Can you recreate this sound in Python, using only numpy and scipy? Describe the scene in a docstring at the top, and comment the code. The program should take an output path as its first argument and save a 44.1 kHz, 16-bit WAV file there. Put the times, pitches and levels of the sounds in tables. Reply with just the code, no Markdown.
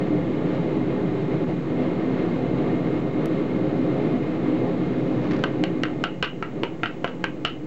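"""A blown forge roars steadily in a small smithy, close to one microphone: noise through the hearth's resonances.
A faint dry tick falls at 3.3 s; then white-hot iron on a board on the anvil sizzles (random clicks) and spits.
From 5.4 s a hammer strikes it five times a second. The board deadens the anvil, so each blow is a short clack:
damped modes, a crack and crushed scale, with echoes and room. The gain control turns the forge down under the blows."""
import sys
import numpy as np
from scipy import signal
from scipy.fft import rfft, irfft, next_fast_len
from scipy.io import wavfile
from scipy.ndimage import uniform_filter1d, minimum_filter1d, map_coordinates

SR = 44100
rng = np.random.default_rng(int(sys.argv[2]) if len(sys.argv) > 2 else 0)


def unload_wav(signal):
    """Save mono or channel-first audio to the path in sys.argv[1] as 16-bit WAV at rate SR, clipped to [-1, 1]."""
    wavfile.write(
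        sys.argv[1],
        SR,
        np.round(np.clip(np.atleast_2d(signal).T, -1, 1) * 32767).astype(np.int16),
    )


N = 337806

# Hammer blows. Each row: start in seconds, level in dB, hardness of the contact in dB, crack in dB,
# thud of the board in dB, spot struck along the iron from -1 to 1, room in dB.
BLOW_LIST = [(5.438, -14.5, -3.5, 8, 2, .8, -12), (5.638, -14, -2, 11, 4, .6, -8),
             (5.8344, -11.5, -3.5, 4.5, 2, 0.79, -10.5), (6.039, -5.5, 0.5, 2.5, -4, -0.58, -5.5),
             (6.2264, -4.5, 3, -4, -7, 0.85, -3.5), (6.4256, -10.5, -10.5, -9, 2.5, -0.74, -2.5),
             (6.634, -5.5, 1.5, 11, 14.5, -.8, -5.5), (6.8333, -6.5, -9, -6, 1, -.6, -3.5),
             (7.0441, -6.5, -3, 0.5, 9.5, -0.28, -5), (7.241, -7, -10, 0, -5, .7, -6.5),
             (7.4498, -5.5, 7, -0.5, -7, -0.98, -6)]
# What the smithy's surfaces reflect. Each row: frequency in Hz, reflectance in dB.
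WALL_REFLECTANCE = [(200, -8.5), (800, -3), (1450, 0.5), (1750, -4.5), (1950, 0), (2200, -4.5), (2900, -5),
                    (3300, -10), (4200, -4.5), (4700, -8), (7000, -10)]


def amp(db):
    """Decibels to gain."""
    return 10 ** (np.asarray(db) / 20)


def unit(x):
    """x at rms 1."""
    return x / np.sqrt(np.mean(x ** 2) + 1e-20)


def along(points, hz):
    """Rows of frequency and value, read at hz on a log frequency axis."""
    point_hz, values = np.transpose(points)
    return np.interp(np.log(hz + 1), np.log(point_hz + 1), values)


def curves(rows):
    """One value per sample for each column after the time."""
    s, *columns = np.transpose(rows)
    return [np.interp(np.arange(N) / SR, s, column) for column in columns]


def wobble(rate):
    """A smooth random curve with rate knots a second."""
    knots = rng.standard_normal(int(N * rate / SR) + 4)
    return map_coordinates(knots, [np.arange(N) * rate / SR])


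def filtered(x, response):
    """x shaped by a gain that is a function of frequency."""
    size = next_fast_len(len(x) + 8192)
    spectrum = rfft(x, size) * response(np.fft.rfftfreq(size, 1 / SR))
    return irfft(spectrum, size)[:len(x)]


def noise(spectrum, resonances=(), size=N):
    """Noise of rms 1: a smooth spectrum with steep-sided resonances standing on it, powers added."""
    def response(f):
        power = amp(along(spectrum, f)) ** 2
        for hz, width, db in resonances:
            power = power + (amp(db) / (1 + ((f - hz) / width * 1.89) ** 2)) ** 2
        return np.sqrt(power)
    return unit(filtered(rng.standard_normal(size), response))


def grains(spectrum, per_s, size=N):
    """Tiny random clicks of one colour, about per_s a second, at rms 1."""
    clicks = rng.standard_normal(size) * (rng.random(size) < per_s / SR)
    return unit(filtered(clicks, lambda f: amp(along(spectrum, f))))


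def tones(lines, drift_hz):
    """Steady tones, each drifting a little in pitch."""
    total = np.zeros(N)
    for hz, db in lines:
        phase = 2 * np.pi * np.cumsum(hz + drift_hz * wobble(8)) / SR
        total += np.sqrt(2) * amp(db) * np.sin(phase)
    return total


def fade(t, t60):
    """A decay of 60 dB in t60 seconds."""
    return np.exp(-np.log(1000) * t / t60)


def add(track, s, sound):
    """Mix a sound into the track from time s."""
    part = track[round(s * SR):][:len(sound)]
    part += sound[:len(part)]


def forge():
    """Air rushes through the coals and drives the hearth's resonances, the upper ones most uneven; the blower sings."""
    # Uneven level of the roar and rush, with abrupt jumps and dips. Each row: time in seconds,
    # level in dB (only departures from the mean of the rows count).
    uneven_level = [(0.0, -33), (1.29, -36), (1.34, -32.5), (1.39, -36.5), (1.43, -33.5), (1.46, -43.5),
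                    (1.49, -31), (1.56, -41.5), (1.71, -34), (2.98, -33.5), (3.14, -37), (3.22, -32.5),
                    (3.29, -35.5), (4.15, -33), (4.2, -37), (4.68, -32), (4.75, -36.5), (5.25, -35)]
    # Brief dips and one rise in the roar's level. Each row: centre in seconds, half-length in seconds, change in dB.
    level_dips = [(1.274, 0.02, -2.5), (1.649, 0.028, -5.5), (5.62, 0.017, 4), (5.88, .025, -3.5),
                  (6.61, 0.025, 0)]
    # Gradual changes of the roar's level. Each row: time in seconds, change in dB.
    roar_ease = [(4.7, -2.5), (5.4, -2.35), (6.6, -1.5), (7.1, -3)]
    # Turbulence under the resonances. Each row: frequency in Hz, relative dB per Hz.
    turbulence = [(20, -36), (40, -38.5), (90, -42.5), (130, -25), (400, -26.5), (600, -25), (900, -31),
                  (1300, -51), (2000, -81.5)]
    # Resonances of hearth, hood and blower duct. Each row: frequency in Hz, width in Hz, relative dB per Hz.
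    hearth_modes = [(69.5, 5.7, -13.5), (107, 15, -16.5), (134.8, 27.5, -4), (156, 14, -4),
                    (175.2, 14.3, -0.5), (203.4, 17, -6), (223, 63, -11), (254.9, 16, 0.5),
                    (300.5, 13.8, 2.5), (321.6, 32, -1.5), (366, 89, -11.5), (383.4, 17, -5),
                    (413.5, 19, -6.5), (440, 110, -16), (464, 11, -9), (502.6, 13.9, -7), (535.8, 21, -9),
                    (588.5, 35, -18.5), (631.3, 17, -14.5), (676, 30, -18), (726, 29, -17.5),
                    (772, 61, -25.5), (851.4, 14, -18)]
    # Air rushing through the coals. Each row: frequency in Hz, relative dB per Hz.
    coal_rush = [(400, -32), (900, -2.5), (1150, 0.5), (1450, -6), (1950, -7.5), (2350, -11), (2950, -12.5),
                 (3300, -16), (4100, -18), (4700, -27.5), (6000, -37.5), (8000, -44)]
    # Whistles of the air nozzle. Each row: frequency in Hz, width in Hz, relative dB per Hz.
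    nozzle = [(1842, 37, -1.5), (2124, 99, 0)]
    # Blower motor tones. Each row: frequency in Hz, level in dB rms.
    blower = [(50, -61), (849, -63.5), (1695, -64.5), (1965, -71.5), (2105, -61.5), (2420, -67),
              (2456, -62), (3781, -69.5), (4710, -80)]
    deep_grows, upper_grows, rush_grows = 0.39, 1.1, 0.51  # dB gained per dB of the uneven level
    upper_roar_hz = 480

    uneven_db, = curves(uneven_level)
    uneven_db = uneven_db - np.mean([db for s, db in uneven_level])
    uneven_db = uneven_db + 0.29 * wobble(5)  # small random variations are added
    flutter = wobble(11.0)  # the flames shake roar and rush together
    now = np.arange(N) / SR
    dip_db = sum(db * np.exp(-((now - s) / half) ** 2) for s, half, db in level_dips)
    ease_db, = curves(roar_ease)

    hearth = noise(turbulence, hearth_modes)
    upper = filtered(hearth, lambda f: 1 - 1 / (1 + (f / upper_roar_hz) ** 10))
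    deep = hearth - upper
    roar = amp(deep_grows * uneven_db) * deep + amp(upper_grows * uneven_db) * upper
    roar = amp(-20.5 + ease_db + dip_db + 0.2 * flutter) * roar

    rush_db = -42.0 + rush_grows * uneven_db + 0.69 * flutter + 0.72 * wobble(25)
    rush = amp(rush_db) * noise(coal_rush, nozzle)
    return roar + rush + tones(blower, drift_hz=2)


def tick(s, db):
    """One faint, dry tick: a one-sided pulse that dies in a few milliseconds."""
    track = np.zeros(N)
    add(track, s, amp(db) * fade(np.arange(SR // 100) / SR, 0.0036))
    return track


def scorching():
    """Hot iron boils the wood: tiny bursts swell to a steady sizzle, then smoulder under the blows; a few sharp spits."""
    # Steady sizzle. Each row: frequency in Hz, relative dB per Hz.
    sizzle_colour = [(300, -21.5), (900, 8.5), (1500, 3), (2200, 0.5), (3000, -6), (4000, -11), (6000, -21),
                     (8000, -32)]
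    # Spits of the scorching wood. Each row: start in seconds, level in dB before its decay.
    spits = [(5.241, -41), (5.275, -40), (5.31, -31.5), (5.317, -32), (5.334, -31), (5.342, -37),
             (5.363, -31), (5.392, -37)]
    # Colour of a spit. Each row: frequency in Hz, relative dB per Hz.
    spit_colour = [(300, -14), (900, 3), (1500, 6), (2200, 4), (3000, -6), (4000, -5.5), (6000, -15.5),
                   (8000, -36)]
    full_s, scorch_db, smoulder_db = 5.17, -47.5, -61.5
    rise_db_per_s, fall_db_per_s = 32.5, 65
    bursts_per_s, spit_bursts_per_s, spit_t60_s = 2800, 1800, 0.036

    now = np.arange(N) / SR
    rise_db = rise_db_per_s * np.minimum(now - full_s, 0)
    fall_db = fall_db_per_s * np.maximum(now - BLOW_LIST[0][0], 0)  # from the first blow
    sizzle_db = rise_db + np.maximum(scorch_db - fall_db, smoulder_db)
    track = amp(sizzle_db + 1.6 * wobble(180)) * grains(sizzle_colour, bursts_per_s)
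    t = np.arange(SR // 10) / SR
    for s, db in spits:
        add(track, s, amp(db) * fade(t, spit_t60_s) * grains(spit_colour, spit_bursts_per_s, size=len(t)))
    return track


def hammer():
    """Every blow has its own mix of ring, crack, thud and room; lesser contacts hardly crack."""
    # Lesser knocks after some blows: mostly hammer and iron dropping back for a lesser contact, and at 5.442 s
    # # a low thump as the wet wood bursts under the iron. Each row: start in seconds, level in dB, # hardness
    # in dB, thud of the board in dB, spot struck from -1 to 1.
    lesser_knocks = [(5.442, -20.5, -5, 1, .5), (5.853, -23.5, -14, -11, .5), (6.266, -23.5, -13, -12, .3),
                     (6.651, -20, -14, 3, 0), (6.837, -16, -5, -3, -.3), (6.858, -12, 1, -14, 0.45),
                     (7.0765, -22.5, -0.5, -8, 0)]
    upper_db = -1  # modes above 2 kHz and rattle, before the hardness
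    track = np.zeros(N)
    for s, db, hard_db, crack_db, thud_db, spot, room_db in BLOW_LIST:
        add(track, s, strike(db, thud_db, upper_db + hard_db, spot, crack_db, room_db))
    for s, db, hard_db, thud_db, spot in lesser_knocks:
        add(track, s, strike(db, thud_db, upper_db + hard_db, spot, crack_db=-17, room_db=-6.5))
    return track


def strike(db, thud_db, upper_db, spot, crack_db, room_db):
    """One contact: crack, crunch and rattle of scale, short ring of iron, board thud, low push of air, echoes, room."""
    # Modes of hammer and iron, damped by the board. Each row: frequency in Hz, relative level in dB,
    # t60 in seconds, dB gained per unit of spot.
    iron_modes = [(1342, -4, 0.023, -5.5), (1430, -7, 0.018, 0), (1534, -5, 0.024, 5),
                  (1897, -9.5, 0.019, 0.5), (2160, -11, 0.0079, -4), (2440, -13.5, 0.018, -3),
                  (2690, -8.5, 0.014, -2), (2866, -5.5, 0.023, -0.5), (2963, -9, .014, 4),
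                  (3500, -14, 0.012, 1.5), (3780, -18.5, 0.018, 0), (4320, -19.5, 0.018, 2.5)]
    # Modes of the board. Each row: frequency in Hz, relative level in dB, t60 in seconds.
    board_modes = [(333, -10, 0.03), (510, -3.5, 0.016), (688, -4, 0.014), (916, -6, 0.015)]
    # The contact's crack. Each row: frequency in Hz, relative dB per Hz.
    crack_colour = [(100, -8.5), (400, 5.5), (900, 5.5), (1400, 1.5), (2200, 5), (2900, 1.5), (4200, 0),
                    (5200, -16), (6000, -11), (7200, -20.5), (8000, -38.5)]
    # Scale crushed under the hammer. Each row: frequency in Hz, relative dB per Hz.
    crunch_colour = [(200, -7), (900, 12.5), (1500, 3.5), (2900, 6), (4300, -17.5), (6000, -17),
                     (8000, -32.5)]
    # Loose scale rattling after the contact. Each row: frequency in Hz, relative dB per Hz.
    scale_colour = [(500, -25), (1400, 2), (2200, -4.5), (2900, 6), (3500, -3.5), (5000, -15.5),
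                    (8000, -37.5)]
    # Nearby surfaces that throw the blow back. Each row: typical delay in seconds, level in dB.
    echoes = [(.0021, -16), (.0046, -12.5), (0.0172, -23), (0.0242, -23), (.033, -24), (0.047, -20.5)]
    rattle_db, rattle_t60_s, rattle_per_s = -17.5, 0.14, 810
    crack_delay_s = .0007  # the board gives way before the iron is hit home

    t = np.arange(SR // 2) / SR
    # the spot decides which modes speak; a hard contact favours those above 2 kHz
    struck = [(hz, level + spot * lean + upper_db * (hz > 2000), t60) for hz, level, t60, lean in iron_modes]
    iron = ring(struck, t, scatter_db=1.0)
    board = amp(thud_db) * ring(board_modes, t, scatter_db=1.5)
    crack = amp(crack_db + 0.5) * pulse(crack_colour, size=len(t))
    crunch = amp(crack_db / 2 - 2) * fade(t, 0.015) * noise(crunch_colour, size=len(t))
    rattle = grains(scale_colour, rattle_per_s, size=len(t))
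    rattle = amp(rattle_db + upper_db) * fade(t, rattle_t60_s) * rattle
    push = -amp(-13) * fade(t, 0.023)

    onset = 1 - np.exp(-t / 0.00038)
    blow = (iron + board + crunch + rattle + push) * onset
    add(blow, crack_delay_s, crack)
    blow = amp(db) * blow / np.sqrt(np.mean(blow[:SR // 256] ** 2))  # the level is that of the first 4 ms

    sound = blow + amp(room_db) * smithy(blow, build_s=0.0023)
    dulled = filtered(blow, lambda f: amp(along(WALL_REFLECTANCE, f)))
    for delay, echo_db in echoes:
        # the smith's body and arm shift the paths from blow to blow
        shifted_s = delay * np.exp(0.074 * rng.standard_normal())
        add(sound, shifted_s, amp(echo_db) * dulled)
    return sound


def ring(modes, t, scatter_db):
    """Damped modes, each struck at a slightly new strength, pitch and phase."""
    detune = 0.009  # typical shift of a mode from blow to blow, as a fraction of its pitch
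    total = np.zeros(len(t))
    for hz, db, t60 in modes:
        strength, turn, shift = rng.standard_normal(3)
        wave = np.sin(2 * np.pi * hz * (1 + detune * shift) * t + 0.5 * turn)
        total += amp(db + scatter_db * strength) * fade(t, t60) * wave
    return total


def pulse(spectrum, size):
    """A single sharp minimum-phase pulse of peak 1 with the given spectrum, silent before its start."""
    cepstrum = irfft(np.log(amp(along(spectrum, np.fft.rfftfreq(size, 1 / SR)))), size)
    # folding the cepstrum forward in time packs the energy at the start
    cepstrum[1:size // 2] *= 2
    cepstrum[size // 2:] = 0
    shape = irfft(np.exp(rfft(cepstrum)), size)
    return shape / np.abs(shape).max()


def smithy(x, build_s):
    """The room's answer builds up in a few milliseconds; its bass lingers and its highest treble dies first."""
    # Decay of the room. Each row: frequency in Hz, t60 in seconds before limiting to 0.1-0.5 s.
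    room_decay = [(200, 0.45), (1400, 0.17), (3000, 0.3), (7000, -0.1)]
    hz, t, bands = signal.stft(rng.standard_normal(SR // 2), SR, nperseg=256)
    t60 = np.clip(along(room_decay, hz), .1, .5)
    tail = signal.istft(bands * fade(t, t60[:, None]), SR, nperseg=256)[1]
    tail = tail * (1 - np.exp(-(np.arange(len(tail)) / SR / build_s) ** 2))
    tail = tail / np.linalg.norm(tail)
    tail = filtered(tail, lambda f: amp(along(WALL_REFLECTANCE, f)))
    return signal.fftconvolve(x, tail)[:len(x)]


def gain_control(x, ceiling_db, hold_s, release_db_per_s):
    """The gain drops at once when the level passes the ceiling, is held, then climbs back."""
    level_db = 10 * np.log10(np.abs(uniform_filter1d(x ** 2, SR // 256)) + 1e-12)
    needed_db = np.minimum(ceiling_db - level_db, 0)
    hold = int(hold_s * SR) // 2
    held_db = minimum_filter1d(needed_db, 2 * hold + 1, origin=hold - SR // 512)  # looks 2 ms ahead
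    climb_db = release_db_per_s * np.arange(N) / SR
    gain_db = climb_db + np.minimum.accumulate(held_db - climb_db)
    return x * amp(uniform_filter1d(gain_db, SR // 1024))


def scene():
    """Forge, scorching board and hammer at one microphone."""
    return (forge() + scorching() + hammer())[None]


def record(dry):
    """A narrow-band recorder with gain control, soft overload, hiss, whine, one tick and a small offset."""
    # Whine of the recorder's electronics. Each row: frequency in Hz, level in dB rms.
    whine = [(6222, -88.5), (6666, -79), (7530, -90.5)]
    mic_hz, top_hz = 7800, 15800  # steep upper limits of the microphone sound and of everything
    x = gain_control(dry[0], ceiling_db=-15.5, hold_s=0.29, release_db_per_s=102.0)
    x = x / (1 + np.abs(x / .32) ** 6) ** (1 / 6)  # soft overload, never beyond 0.32
    x = x + amp(-61.0) * rng.standard_normal(N) + tones(whine, drift_hz=0.56)
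    x = filtered(x, lambda hz: 1 / np.sqrt(1 + (hz / mic_hz) ** 100))
    x = x + amp(-81) * noise([(8000, -29), (15000, -19.5)], [(15700, 320, 0.002)])  # a trace of thin, high hiss
    x = x + tick(3.2583, db=-20.0)
    offset = .011
    return (filtered(x, lambda hz: hz < top_hz) + offset)[None]


dry = scene()
out = record(dry)
unload_wav(out)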